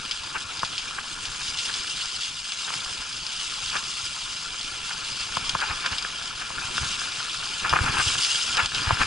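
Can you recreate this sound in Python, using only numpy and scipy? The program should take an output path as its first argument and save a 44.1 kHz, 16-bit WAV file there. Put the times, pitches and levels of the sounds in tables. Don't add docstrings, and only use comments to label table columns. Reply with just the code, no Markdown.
import sys
import numpy as np
from scipy import signal
from scipy.fft import rfft, irfft
from scipy.io import wavfile
from scipy.ndimage import uniform_filter1d

SR = 44100
rng = np.random.default_rng(int(sys.argv[2]) if len(sys.argv) > 2 else 0)


def bounce(signal):
    frames = np.transpose(np.atleast_2d(signal))
    limited = np.clip(frames, -1, 1)
    pcm = np.round(limited * 32767).astype(np.int16)
    wavfile.write(sys.argv[1], SR, pcm)


N = 399546
TIME, BINS = np.arange(N) / SR, np.fft.rfftfreq(N, 1 / SR)

# t/s, tyre scrub level/dB, frame rumble level/dB
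ROUGHNESS = [(0.0, -42, -52.5), (1.52, -41, -51.5), (2.5, -45, -57), (2.76, -39.5, -52.0),
             (3.12, -43.5, -54.0), (3.78, -40.5, -53.0), (3.92, -43.5, -53.5), (5.2, -41.5, -53.0),
             (5.44, -37.5, -46), (5.68, -38.5, -49.5), (6.38, -41, -53.5), (6.76, -36.5, -46.5),
             (7.24, -39.5, -52), (7.58, -40.0, -52.5), (7.72, -32, -42.5), (7.92, -33, -37.5),
             (8.33, -38.5, -54.5), (9.06, -32.5, -36.5)]
# f/Hz, level/dB
SNAP_SPECTRUM = [(600, -27.5), (1900, -12), (2500, -4), (2900, -1.5), (3500, 3), (4100, -4.5), (5000, 3),
                 (5700, -7.5), (7500, -13.5), (11000, -28)]
# t/s, level/dB, centre of the ring f/Hz
FRAME_BLOWS = [(0.358, -23, 1370), (0.631, -12.5, 1060), (0.985, -24, 1460), (1.695, -25, 1640),
               (2.703, -23.5, 1130), (3.753, -18.5, 1430), (5.369, -13, 1030), (5.55, -11, 1050),
               (5.861, -19, 1650), (6.048, -19.5, 1580), (6.503, -24.5, 990), (6.582, -22, 1470),
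               (6.779, -15, 1450), (7.016, -22.5, 1390), (7.201, -23.5, 1390), (7.344, -26.5, 1500),
               (7.648, -15, 1350), (7.727, -11, 980), (7.735, -6.5, 1110), (7.765, -10.5, 1410),
               (7.788, -13.5, 1530), (8.153, -19.5, 1400), (8.592, -16.5, 1420), (8.906, -7, 990)]


def amp(db):
    return 10 ** (np.asarray(db) / 20)


def unit(x):
    return x / np.sqrt(np.mean(x ** 2) + 1e-20)


def over_hz(points):
    hz, value = np.transpose(points)
    return np.interp(np.log(BINS + 1), np.log(hz + 1), value)


def over_time(rows):
    s, *columns = np.transpose(rows)
    return [np.interp(TIME, s, column) for column in columns]


def wander(lo_hz, hi_hz):
    band = (BINS > lo_hz) * (BINS < hi_hz) / np.sqrt(BINS + lo_hz)
    return unit(irfft(rfft(rng.standard_normal(N)) * band, N))


def clicks(per_s, spread_db):
    size = amp(spread_db * np.minimum(rng.exponential(1, (3, N)), 4.5))
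    return unit(size * rng.choice([-1, 1], (3, N)) * (rng.random((3, N)) < per_s / SR))


def microphones(direct, scattered=None):
    # f/Hz, coherence/0-1
    likeness = [(60, .93), (160, .85), (330, 0.35), (520, 0.35), (700, 0.4), (1000, 0.6), (1400, 0.9),
                (1720, 0.9), (1900, 0.3), (2300, 0.95), (5100, 0.98), (5850, 0.65), (6450, 0.7),
                (7100, 0.45), (11000, 0.66)]
    # f/Hz, phase/rad
    left_lead = [(210, 0), (310, 1.7), (420, 2.4), (600, 2.4), (820, .5), (1080, -.15), (1320, 0),
                 (2000, -1), (2500, -.55), (3080, -1.15), (3550, -.1), (5000, -.25), (8000, -.5),
                 (11000, -.15)]
    # f/Hz, level/dB
    balance = [(100, -1), (500, 0), (850, -0.5), (1250, 4), (2000, 1), (2850, 3.5), (3250, -7), (3950, 5),
               (5800, 0.5), (6750, 2.5), (7200, 0.5), (11000, 0.5)]
    sides, lead = np.array([[0.5], [-0.5]]), over_hz(left_lead)
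    coherence = np.clip(over_hz(likeness), 0, 1)
    pair = rfft(direct) * np.exp(1j * sides * lead)
    if scattered is not None:
        pair = np.sqrt(coherence) * pair + np.sqrt(1 - coherence) * rfft(scattered)
    mid_gain = np.sqrt(coherence * np.cos(lead / 2) ** 2 + (1 - coherence) / 2 + 1e-6)
    return irfft(pair * amp(sides * over_hz(balance)) / mid_gain, N)


def radiate(drive, spectrum):
    log_gain = np.log(unit(amp(over_hz(spectrum))))
    cepstrum = irfft(log_gain, N) * (1 + np.sign(N / 2 - np.arange(N)))
    cepstrum[0] /= 2
    sound = irfft(rfft(drive) * np.exp(rfft(cepstrum)), N)
    return microphones(sound[0], sound[1:])


def ground_bounce(x, echo_db, delay_s=0.0057):
    return x + amp(echo_db) * np.roll(x, round(delay_s * SR), axis=-1)


def flicker(x, patchy_db):
    spectra = signal.stft(x, SR, nperseg=512)[2]
    patches = rng.standard_normal(spectra.shape[1:])
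    for axis in (0, 1):
        patches = uniform_filter1d(patches, size=4, axis=axis)
    return signal.istft(spectra * unit(amp(patchy_db * unit(patches))), SR)[1][:, :N]


def grip_db():
    # middle t/s, level change/dB, half length/s
    hops = [(7.782, -3, 0.029), (8.698, -6.5, 0.04), (8.968, -5, 0.016)]
    return sum(db * np.exp(-((TIME - s) / half) ** 4) for s, db, half in hops)


def cracks(rows, first_share):
    power, first = np.zeros((2, N))
    age = np.arange(2048)
    for s, db, decay_s in rows:
        at = int(s * SR)
        fading = amp(db) ** 2 * np.exp(-age / (decay_s * SR))
        power[at:at + len(age)] += fading[:N - at]
        first[at] = np.sqrt(fading.sum())
    cluster = clicks(per_s=9000, spread_db=2.0) * np.sqrt(power)
    return np.sqrt(1 - first_share) * cluster + np.sqrt(first_share) * first * np.array([[1], [.5], [-.5]])


def stiff_leaves(per_s, db, decay_s):
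    gap, size, length = rng.exponential(1, (1200, 3)).T
    s = np.cumsum(gap) / per_s
    rows = np.transpose([s, db + 2.0 * np.minimum(size, 3), decay_s * (0.82 + 0.46 * length)])
    return rows[s < N / SR]


def leaves():
    # t/s, crush level/dB, relative fizz level/dB
    leaf_depth = [(0.0, -36, -10), (0.29, -38, -9.5), (0.84, -34.5, -11), (0.97, -37.5, -8.5),
                  (1.33, -36, -7.5), (1.54, -31.5, -9.5), (2.22, -32, -10), (2.38, -36, -8.5),
                  (2.72, -32.5, -8), (3.2, -36, -10), (3.38, -32.5, -9), (3.97, -32.5, -9),
                  (4.55, -35.5, -9.5), (5.21, -32.5, -10.5), (5.9, -34, -11), (6.5, -37, -9.5),
                  (6.86, -30.5, -8.5), (7.08, -32, -11), (7.86, -34.5, -8.5), (8.0, -27, -8),
                  (8.3, -25.5, -8), (8.6, -30.5, -10.5), (9.06, -30.5, -11.5)]
    # f/Hz, level/dB
    leaf_spectrum = [(500, -42.5), (1500, -18), (2100, -10.5), (2550, -7), (2850, 0), (3400, 0.5),
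                     (4150, -4), (4600, -1), (5000, 1), (5600, -6), (6000, -8), (6450, -8.5), (8300, -12),
                     (11000, -24)]
    depth_db, fizz_db = over_time(leaf_depth)
    crush_db = depth_db + 0.48 * grip_db()
    uneven_db = 0.79 * wander(3, 9) + wander(6.3, 40) + 1.18 * wander(40, 300)
    crackle = amp(-3.0) * clicks(per_s=7000, spread_db=2.5)
    swish = amp(-5.5) * rng.standard_normal((3, N))
    crush = radiate((crackle + swish) * amp(crush_db + uneven_db), leaf_spectrum)
    highpass = 1 / (1 + (6000 / (BINS + 1)) ** 12)
    fizz = irfft(rfft(crush) * highpass, N)
    breaks = cracks(stiff_leaves(per_s=56, db=-5.0, decay_s=0.001), first_share=0.28)
    crunch = radiate(breaks * amp(crush_db), SNAP_SPECTRUM)
    return flicker(crush - fizz + fizz * amp(fizz_db + 12.0) + crunch, patchy_db=2.0)


def tyres():
    # f/Hz, level/dB
    scrub_spectrum = [(150, -17.5), (300, -12), (490, -13), (640, -13), (850, -7), (1030, -2), (1240, -1.5),
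                      (1310, 1), (1400, 5.5), (1480, -1.5), (1700, -2.5), (1900, -14.5), (2400, -0.5),
                      (5000, -24.5)]
    # f/Hz, level/dB
    rumble_spectrum = [(10, -2.5), (25, 6), (55, -3.5), (105, 0), (150, -2.5), (250, -7), (400, -15),
                       (700, -29), (2000, -65)]
    scrub_db, rumble_db = over_time(ROUGHNESS)
    scrub = clicks(per_s=1800, spread_db=2.0) * amp(scrub_db + grip_db() + 1.2 + 0.69 * wander(5.2, 58))
    rumble = rng.standard_normal((3, N)) * amp(rumble_db + grip_db() + 1.7 + 1.9 * wander(5.4, 40))
    scrub = ground_bounce(radiate(scrub, scrub_spectrum), echo_db=-22.5)
    return flicker(scrub + radiate(rumble, rumble_spectrum), patchy_db=2.5)


def twigs():
    # t/s, level/dB, decay/s
    snaps = [(0.1117, -26, 0.008), (0.2352, -31, 0.0069), (0.5715, -34, 0.0062), (0.5936, -28.0, 0.004),
             (0.6492, -30.5, 0.0067), (0.7804, -26, 0.0076), (1.2545, -30, 0.0076), (1.5878, -25.5, 0.0087),
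             (1.7403, -25.5, 0.0034), (2.2205, -31.5, 0.008), (2.5205, -28, 0.0036), (3.266, -28, 0.0036),
             (3.6596, -25, 0.0025), (3.7677, -27.5, 0.0041), (5.3696, -27.5, 0.0042), (5.494, -16, 0.0016),
             (5.8613, -22, 0.0027), (5.9834, -24.5, 0.0044), (6.0246, -24, 0.002), (6.7695, -26.5, 0.0032),
             (7.6949, -25, 0.009), (8.2479, -19.5, 0.0053), (8.5702, -18.5, 0.0034), (8.6598, -19, 0.0015),
             (8.7478, -22.5, 0.0037)]
    return amp(1.5) * radiate(cracks(snaps, first_share=0.24), SNAP_SPECTRUM)


def cable_taps(per_s, above_db, centre_hz):
    gap, size, place = rng.exponential(1, (200, 3)).T
    s = np.cumsum(gap) / per_s
    scrub_db = np.interp(s, TIME, over_time(ROUGHNESS)[0])
    db = scrub_db + above_db + 2.4 * np.minimum(size, 2)
    hz = centre_hz * 2 ** (0.15 * (1 - np.minimum(place, 2)))
    return np.transpose([s, db, hz])[(s > 0.01) & (s < N / SR)]


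def frame_knocks():
    # f/Hz, level/dB, t60/s
    frame_modes = [(159, -9.5, 0.032), (340, -1, 0.015), (502, -4.5, 0.047), (670, -3.5, 0.029),
                   (897, -5.5, 0.023), (1053, 4, 0.0096), (1260, 7.5, 0.0072), (1433, -3.5, 0.029),
                   (1640, -1, 0.02), (2440, 2.5, 0.014), (4900, -9, .004)]
    out, t = np.zeros(N), np.arange(2048) / SR
    contact = 1 - np.exp(-t / 0.00046)
    for s, db, centre_hz in [*FRAME_BLOWS, *cable_taps(per_s=8, above_db=7.0, centre_hz=1440)]:
        ring = np.zeros(len(t))
        for k, (hz, mode_db, t60) in enumerate(frame_modes):
            off_centre_db = -18.9 * min(abs(np.log2(hz / centre_hz)), 1)
            envelope = contact * amp(mode_db + off_centre_db - 60 * t / t60)
            ring += (-1) ** k * envelope * np.sin(2 * np.pi * hz * t)
        part = out[round(s * SR):][:len(t)]
        part += (amp(db) * ring / abs(ring).max())[:len(part)]
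    return amp(1.3) * ground_bounce(microphones(out), echo_db=-14)


def chain_rattle():
    # peak t/s, level/dB, decay/s
    rattles = [(0.362, -27.5, 0.0068), (0.988, -30.5, 0.004), (1.696, -36.5, 0.011), (2.683, -35, 0.006),
               (2.738, -37, 0.0065), (3.759, -27.5, 0.0079), (4.912, -36, 0.007), (5.631, -26, 0.0091),
               (5.712, -30.5, 0.012), (5.856, -28.5, 0.011), (5.927, -30, 0.0067), (6.418, -35.5, 0.01),
               (6.836, -29.5, 0.005), (7.657, -28.5, 0.01), (7.758, -24, 0.012), (7.877, -26.5, 0.019),
               (7.945, -31, 0.0054), (7.98, -24.5, 0.0097), (8.006, -20, 0.0044), (8.575, -26, 0.0041),
               (8.596, -21.5, 0.012), (8.893, -28, 0.022), (9.017, -18.5, 0.0068)]
    # f/Hz, level/dB
    chain_spectrum = [(100, -21.5), (400, -18), (650, -14), (800, -3.5), (1100, -1), (1400, 2), (1700, 1),
                      (1950, -8.5), (2400, -3.5), (2900, -8), (3800, -39), (8000, -46)]
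    power = np.zeros(N)
    for s, db, decay_s in rattles:
        near = slice(max(int((s - 0.1) * SR), 0), int((s + 0.2) * SR))
        age = (TIME[near] - s) / decay_s
        power[near] += amp(db) ** 2 * np.exp(np.minimum(age / 0.96, -age))
    chatter = clicks(per_s=1800, spread_db=3.5) * np.sqrt(power)
    return amp(1.5) * ground_bounce(radiate(chatter, chain_spectrum), echo_db=-19.0)


def mount_thumps():
    # middle t/s, level/dB, f/Hz
    root_drops = [(5.707, -27, 90), (5.926, -28, 79.6), (6.652, -31, 89), (6.82, -23, 75),
                  (6.835, -24, 115), (7.728, -21, 65), (7.816, -13.5, 83), (7.898, -20, 115),
                  (7.992, -23.5, 99), (8.072, -19.5, 90), (8.636, -24.5, 91), (8.879, -18, 85),
                  (8.931, -14, 96)]
    lag_s, shake_hz = 0.0074, 122
    shakes = [(s + lag_s, db - 16.5 - 19 * np.log2(hz / 1050), shake_hz) for s, db, hz in FRAME_BLOWS]
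    rock, sway = np.zeros((2, N))
    for s, db, hz in [*root_drops, *shakes]:
        near = slice(int((s - 0.05) * SR), int((s + 0.05) * SR))
        cycles = (TIME[near] - s) * hz
        swing = amp(db) * np.exp(2j * np.pi * cycles - (cycles / 0.61) ** 2)
        rock[near] += swing.real
        sway[near] += swing.imag * rng.choice([-1, 1])
    return amp(-3.5) * (microphones(rock) + amp(-11.5) * sway * np.array([[1], [-1]]))


def scene():
    return leaves() + twigs() + tyres() + chain_rattle() + frame_knocks() + mount_thumps()


def record(dry):
    # f/Hz, width/Hz, level/dB
    housing = [(471, 28, 2), (717, 51, -4.5), (751, 21, 6), (1710, 37, 2), (2400, 79, 2.5), (2440, 150, -1),
               (2773, 160, 3), (5080, 310, 1.4), (5800, 400, -1.5), (6430, 230, 3), (9780, 540, 3.5)]
    housing_db = sum(db / (1 + (2 * (BINS - hz) / width) ** 2) for hz, width, db in housing)
    housed = irfft(rfft(dry) * amp(housing_db), N)
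    lowpass = signal.firwin(601, cutoff=11150, window=("kaiser", 8), fs=SR)
    return signal.oaconvolve(housed, lowpass[None], "same")


dry = scene()
out = record(dry)
bounce(out)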